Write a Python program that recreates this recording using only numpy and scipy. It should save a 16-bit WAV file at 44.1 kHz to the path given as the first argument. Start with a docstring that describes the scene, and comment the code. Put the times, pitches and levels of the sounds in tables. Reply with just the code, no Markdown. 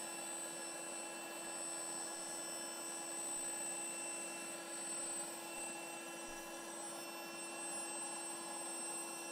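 """A cordless blower pump runs on a table indoors and fills a latex balloon through a wide hose.
Its shaft hums and its eight-bladed impeller whines: tones tied to one shaft speed.
Air roars through housing and hose: noise shaped by resonances and by reflections off the table.
The swaying balloon reflects and shades the sound, hisses at its neck and bumps softly now and then."""
import sys
import numpy as np
from scipy import signal
from scipy.fft import rfft, irfft
from scipy.io import wavfile
from scipy.ndimage import uniform_filter1d

SR = 44100
rng = np.random.default_rng(int(sys.argv[2]) if len(sys.argv) > 2 else 0)


def master_out(mix):
    """Clip the mix to full scale and print it as 16-bit PCM to the path in sys.argv[1]."""
    frames = np.transpose(np.atleast_2d(mix))
    ceiling = np.clip(frames, -1, 1)
    pcm = np.round(ceiling * 32767).astype(np.int16)
    wavfile.write(sys.argv[1], SR, pcm)


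N = 410571
TIME = np.arange(N) / SR  # seconds

# soft bumps of balloon and hose; the sway level is the one its fading starts from:
# (time [s], sway level [dB], sway pitch [Hz], sway decay [s], strongest thud [dB])
BUMP_EVENTS = [(1.46, -78, 50, .02, -75), (2.14, -65, 5.5, .15, -86), (3.36, -61, 18, 0.1, -84),
               (4.86, -77, 32, .08, -79), (5.03, -68, 15, .15, -86), (5.57, -63, 20, 0.046, -67),
               (5.64, -69, 20, .06, -71), (6.28, -53, 18, 0.13, -65)]
# air slipping past the neck of the balloon as the grip of the fingers changes: (time [s], level change [dB])
NECK_LEAK = [(0, 2), (.3, -25), (1.7, -7), (2.35, 3.5), (2.55, -13), (2.85, 1), (3.55, -9), (3.7, 1),
             (4, -5), (4.3, 1), (4.7, -20), (5.5, -4), (5.85, -16), (6.35, 0.5), (6.65, 1.5), (6.9, -11),
             (8, -18), (9.3, -13)]
# basic colour of that hiss: (frequency [Hz], level [dB per Hz])
NECK_LEAK_COLOUR = [(1000, -125), (4000, -108), (5700, -100), (7500, -103), (9700, -101), (11000, -110),
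                    (15500, -114)]
# basic colour of the air rushing through the pump: (frequency [Hz], level [dB per Hz])
RUSH_COLOUR = [(30, -112), (90, -113), (125, -106), (170, -87), (265, -84), (385, -92.5), (550, -78.5),
               (730, -83.5), (1200, -93), (2200, -101), (5200, -103.5), (9000, -103), (11000, -109),
               (15500, -116)]
# resonances of housing and hose, and notches from reflections off the table:
# (frequency [Hz], width [Hz], lift [dB])
PEAKS_AND_NOTCHES = [(830, 35.3, 14.5), (960, 50, -1), (1077, 200, 11), (1205, 63, -7), (1393, 52, 10.5),
                     (1467, 35, -5), (1546, 37, 0), (1667, 43, 13.5), (1760, 21, 4), (1920, 54, -6.5),
                     (2000, 50, 4.5), (2180, 58, -8.5), (2360, 120, 2.5), (2782, 51, 8), (3540, 260, 8.5),
                     (3960, 34, 15), (4265, 65, 8), (4596, 460, 8.5), (5300, 220, -2), (5800, 143, 13.5),
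                     (7380, 150, 8.5), (8440, 690, 7.5)]
# the balloon shades the rush, which turns hollow: (time [s], amount before weighting [dB])
BALLOON_SHADE = [(0, -5), (3, -3), (4.6, -6.5), (8.3, -0.5), (9.3, -2)]
# the balloon's angle on the nozzle tips the hiss between two resonances:
# (time [s], amount towards the lower one, before weighting [dB])
BALLOON_TIP = [(0, 4.5), (1.6, 3.5), (2.2, -1), (4.3, -2), (4.7, 7), (5.3, 5.5), (6.3, -7), (7.6, -0.5),
               (9.3, -2.5)]
# strength of the roar in the hose: (time [s], level change [dB])
HOSE_ROAR = [(0, -1), (1.8, -0.2), (3.5, -2), (5.8, -0.5), (6.5, -2.5), (7.3, -1), (9.3, -0.5)]
# overtones of the motor: (multiple of the shaft speed, rms level before fading [dB])
MOTOR_OVERTONES = [(2, -69.5), (3, -64.5), (4, -70.5), (5, -66), (6, -76), (7, -74), (9, -66.5),
                   (10, -75.5), (13, -77.5), (15, -77.5), (17, -80.5), (21, -82.5), (28, -82), (34, -88.5),
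                   (35, -81), (37, -79), (38, -87), (39, -84), (45, -82.5)]
# blade-tone harmonics 1 to 3, swelling and fading as the balloon shifts its reflections:
# (time [s], rms level [dB])
WHINE_FIRST = [(0.0, -60.5), (0.18, -56.4), (0.36, -62), (1.26, -58), (1.9, -63.5), (3.32, -63.5),
               (3.68, -58), (4.42, -55), (4.72, -65), (4.9, -61), (5.3, -70.6), (5.52, -54), (6.68, -61.8),
               (6.8, -75), (7.04, -57.9), (7.44, -55.5), (8.5, -62.5), (9.3, -55.0)]
WHINE_SECOND = [(0.0, -64.2), (0.36, -77), (0.7, -58.5), (0.94, -86), (1.58, -63.7), (2.7, -57.5),
                (2.94, -65.0), (5.48, -67.5), (5.54, -78.1), (6.44, -68.5), (6.78, -71), (7.12, -61),
                (8.76, -64.0), (9.3, -64.5)]
WHINE_THIRD = [(0.0, -49), (0.98, -50.5), (1.06, -58), (1.64, -46.5), (2.78, -49.9), (3.36, -43.5),
               (4.12, -46.5), (4.4, -52.7), (4.52, -49), (4.64, -57), (4.74, -47.5), (5.2, -42.9),
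               (5.42, -64), (5.62, -45.5), (5.8, -54.4), (6.64, -60.5), (6.88, -47), (7.26, -67),
               (7.42, -49.5), (7.54, -55.5), (7.64, -46), (8.44, -50), (9.0, -46), (9.3, -56)]
# harmonics 4 and 5, which sink as the balloon grows: one starting rms level each [dB], before swells
TOP_WHINE_START_DB = [-66.5, -65]
# the part of each harmonic scattered by the moving balloon: one rms level each [dB], harmonics 1 to 5
SCATTER_LEVELS_DB = [-76.5, -73, -64, -71.5, -74]

BLADES = 8
# the shaft holds its speed (turns per second), then gains slowly as the balloon fills
SHAFT_HZ, RISE_FROM_S, RISE_HZ_PER_S = 335.8, 2.7, 0.37
HUM_DB, HUM_RISE_DB_PER_S = -57, 0.21  # hum of the unbalanced rotor, rms level halfway through
TOP_SINK_DB_PER_S, TOP_SWELL_DB, TOP_SWELL_HZ = 1.17, 4, 0.82
SCATTER_HZ = 1  # flicker rate per harmonic number: shorter waves flicker faster
EDGE_HZ = 15720  # upper limit of the sound


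def amp(db):
    """Turns decibels into a gain."""
    return 10 ** (np.asarray(db) / 20)


def evened(x):
    """Scales a signal to an rms of 1."""
    return x / np.sqrt(np.mean(x ** 2) + 1e-20)


def curve(rows, t=TIME):
    """Joins (time, value) rows by straight lines."""
    return np.interp(t, *np.transpose(rows))


def colour(points, hz):
    """Reads a spectrum, joining its points on a logarithmic frequency axis."""
    point_hz, db = np.transpose(points)
    return np.interp(np.log(hz + 1), np.log(point_hz), db)


def bell(hz, centre_hz, width):
    """Shape of a resonance: 1 at its centre, a half at half its width (Hz) to either side."""
    return 1 / (1 + (2 * (hz - centre_hz) / width) ** 2)


def wander(rate):
    """Smooth random signal of rms 1 that changes about rate times a second."""
    hz = np.fft.rfftfreq(N, 1 / SR)
    spectrum = rfft(rng.standard_normal(N)) / np.sqrt(1 + (hz / rate) ** 4)
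    return evened(irfft(spectrum, N))


def partial(angle, db, flutter, rate):
    """A tone whose strength and phase are shaken by turbulent air."""
    shake = 1 + flutter * (wander(rate) + 1j * wander(rate))
    start = 2 * np.pi * rng.random()
    tone = (shake * np.exp(1j * (angle + start))).real
    return np.sqrt(2) * amp(db) * tone / np.sqrt(1 + 2 * flutter ** 2)  # keeps the rms level at db


def turbulence(level_db, patchy_db, ripple_db, size=2048):
    """Noise shaped by level_db(t, hz); the room ripples it, and moving things make patches drift."""
    hop = size // 4
    t = np.arange(N // hop + 3)[:, None] * hop / SR
    hz = np.fft.rfftfreq(size, 1 / SR)
    real, imag, patches = rng.standard_normal((3, len(t), len(hz)))
    patches = uniform_filter1d(patches, size=60, axis=0)  # smooth over time
    patches = evened(uniform_filter1d(patches, size=6, axis=1))  # and over frequency
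    ripple = evened(uniform_filter1d(rng.standard_normal(len(hz)), size=3))
    uneven_db = (patchy_db * patches + ripple_db * ripple) * hz / (hz + 900)  # long waves disturbed least
    spectra = (real + 1j * imag) * amp(level_db(t, hz) + uneven_db)
    noise = signal.istft(spectra.T, nperseg=size, noverlap=size - hop)[1][:N]
    return noise * np.sqrt(3 * SR / (2 * size))  # makes the levels count per Hz


def bumps():
    """Each bump of balloon or hose is a dull thud and a deep, dying sway."""
    out, rumble = np.zeros(N), wander(65)
    for start, sway_db, sway_hz, decay, thud_db in BUMP_EVENTS:
        age = np.maximum(TIME - start, 0)
        out += amp(sway_db) * np.sin(2 * np.pi * sway_hz * age) * np.exp(-age / decay)
        push = age / 0.01  # the thud is strongest after 0.01 s
        out += amp(thud_db) * rumble * push * np.exp(1 - push)
    return out


def leak_db(t, hz):
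    """Air hisses out at the balloon's neck, following the grip of the fingers."""
    return colour(NECK_LEAK_COLOUR, hz) + curve(NECK_LEAK, t)


def rush_db(t, hz):
    """Air roars through housing and hose, partly behind the balloon, with reflections off the table."""
    level = colour(RUSH_COLOUR, hz)
    level = level + sum(db * bell(hz, centre, width) for centre, width, db in PEAKS_AND_NOTCHES)
    # negative shade dips the sound near 1058 Hz and lifts it near 2000 and 15100 Hz
    hollow = 1.88 * bell(hz, centre_hz=1058, width=320) - 1.0 * bell(hz, centre_hz=2000, width=1230)
    treble = -0.8 * bell(hz, centre_hz=15100, width=3000)
    tipped = bell(hz, centre_hz=4560, width=350) - 1.1 * bell(hz, centre_hz=5850, width=200)
    roar = bell(hz, centre_hz=810, width=490)
    level = level + curve(BALLOON_SHADE, t) * (hollow + treble)
    return level + curve(BALLOON_TIP, t) * tipped + curve(HOSE_ROAR, t) * roar


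def shaft_angle():
    """The shaft speeds up a little as the flow drops, and wavers."""
    hz = SHAFT_HZ + RISE_HZ_PER_S * np.maximum(TIME - RISE_FROM_S, 0)
    waver_hz = 0.12 * wander(2.43)
    return 2 * np.pi * np.cumsum(hz + waver_hz) / SR


def motor(angle):
    """A steady hum once a turn, with rougher overtones; short waves fade most as the balloon moves."""
    hum_db = HUM_DB + HUM_RISE_DB_PER_S * (TIME - TIME.mean())
    out = partial(angle, hum_db, flutter=0.032, rate=4.1)
    for multiple, db in MOTOR_OVERTONES:
        fading_db = (1 + 0.04 * multiple) * wander(1.3)
        out += partial(multiple * angle, db + fading_db, flutter=0.087, rate=17)
    return out


def impeller(angle):
    """Blades chop the air into a thin, high whine; each harmonic beats with its own scattered copy."""
    levels_db = [curve(WHINE_FIRST), curve(WHINE_SECOND), curve(WHINE_THIRD)]
    for start_db in TOP_WHINE_START_DB:
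        swell_db = TOP_SWELL_DB * wander(TOP_SWELL_HZ)
        levels_db.append(start_db - TOP_SINK_DB_PER_S * TIME + swell_db)
    out = np.zeros(N)
    for harmonic, (db, scatter_db) in enumerate(zip(levels_db, SCATTER_LEVELS_DB), 1):
        blade_angle = harmonic * BLADES * angle
        rate = harmonic * SCATTER_HZ
        out += partial(blade_angle, db, flutter=0.082, rate=15.5)
        scattered = wander(rate) * np.cos(blade_angle) + wander(rate) * np.sin(blade_angle)
        out += amp(scatter_db) * scattered
    return out


def scene():
    """All pump parts follow one shaft; the sound sits in the middle, the two channels nearly identical."""
    angle = shaft_angle()
    rush = turbulence(rush_db, patchy_db=2.5, ripple_db=2.14)
    leak = turbulence(leak_db, patchy_db=3, ripple_db=-0.3)
    # the flow pulses a little with each turn and flickers at random
    air = (rush + leak) * (1 + 0.036 * np.cos(angle) + 0.064 * wander(40))
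    middle = bumps() + air + motor(angle) + impeller(angle)
    # inaudible noise, opposite in the two channels
    side = amp(-50.5) * turbulence(rush_db, patchy_db=8.0, ripple_db=5.5)
    side += amp(-108) * wander(60)  # inaudible low noise
    return np.array([middle + side, middle - side])


def record(dry):
    """Cuts away the treble above the upper limit with a steep filter."""
    lowpass = signal.firwin(1023, EDGE_HZ, window=("kaiser", 9), fs=SR)
    return signal.oaconvolve(dry, lowpass[None], "same", axes=1)


dry = scene()
out = record(dry)
master_out(out)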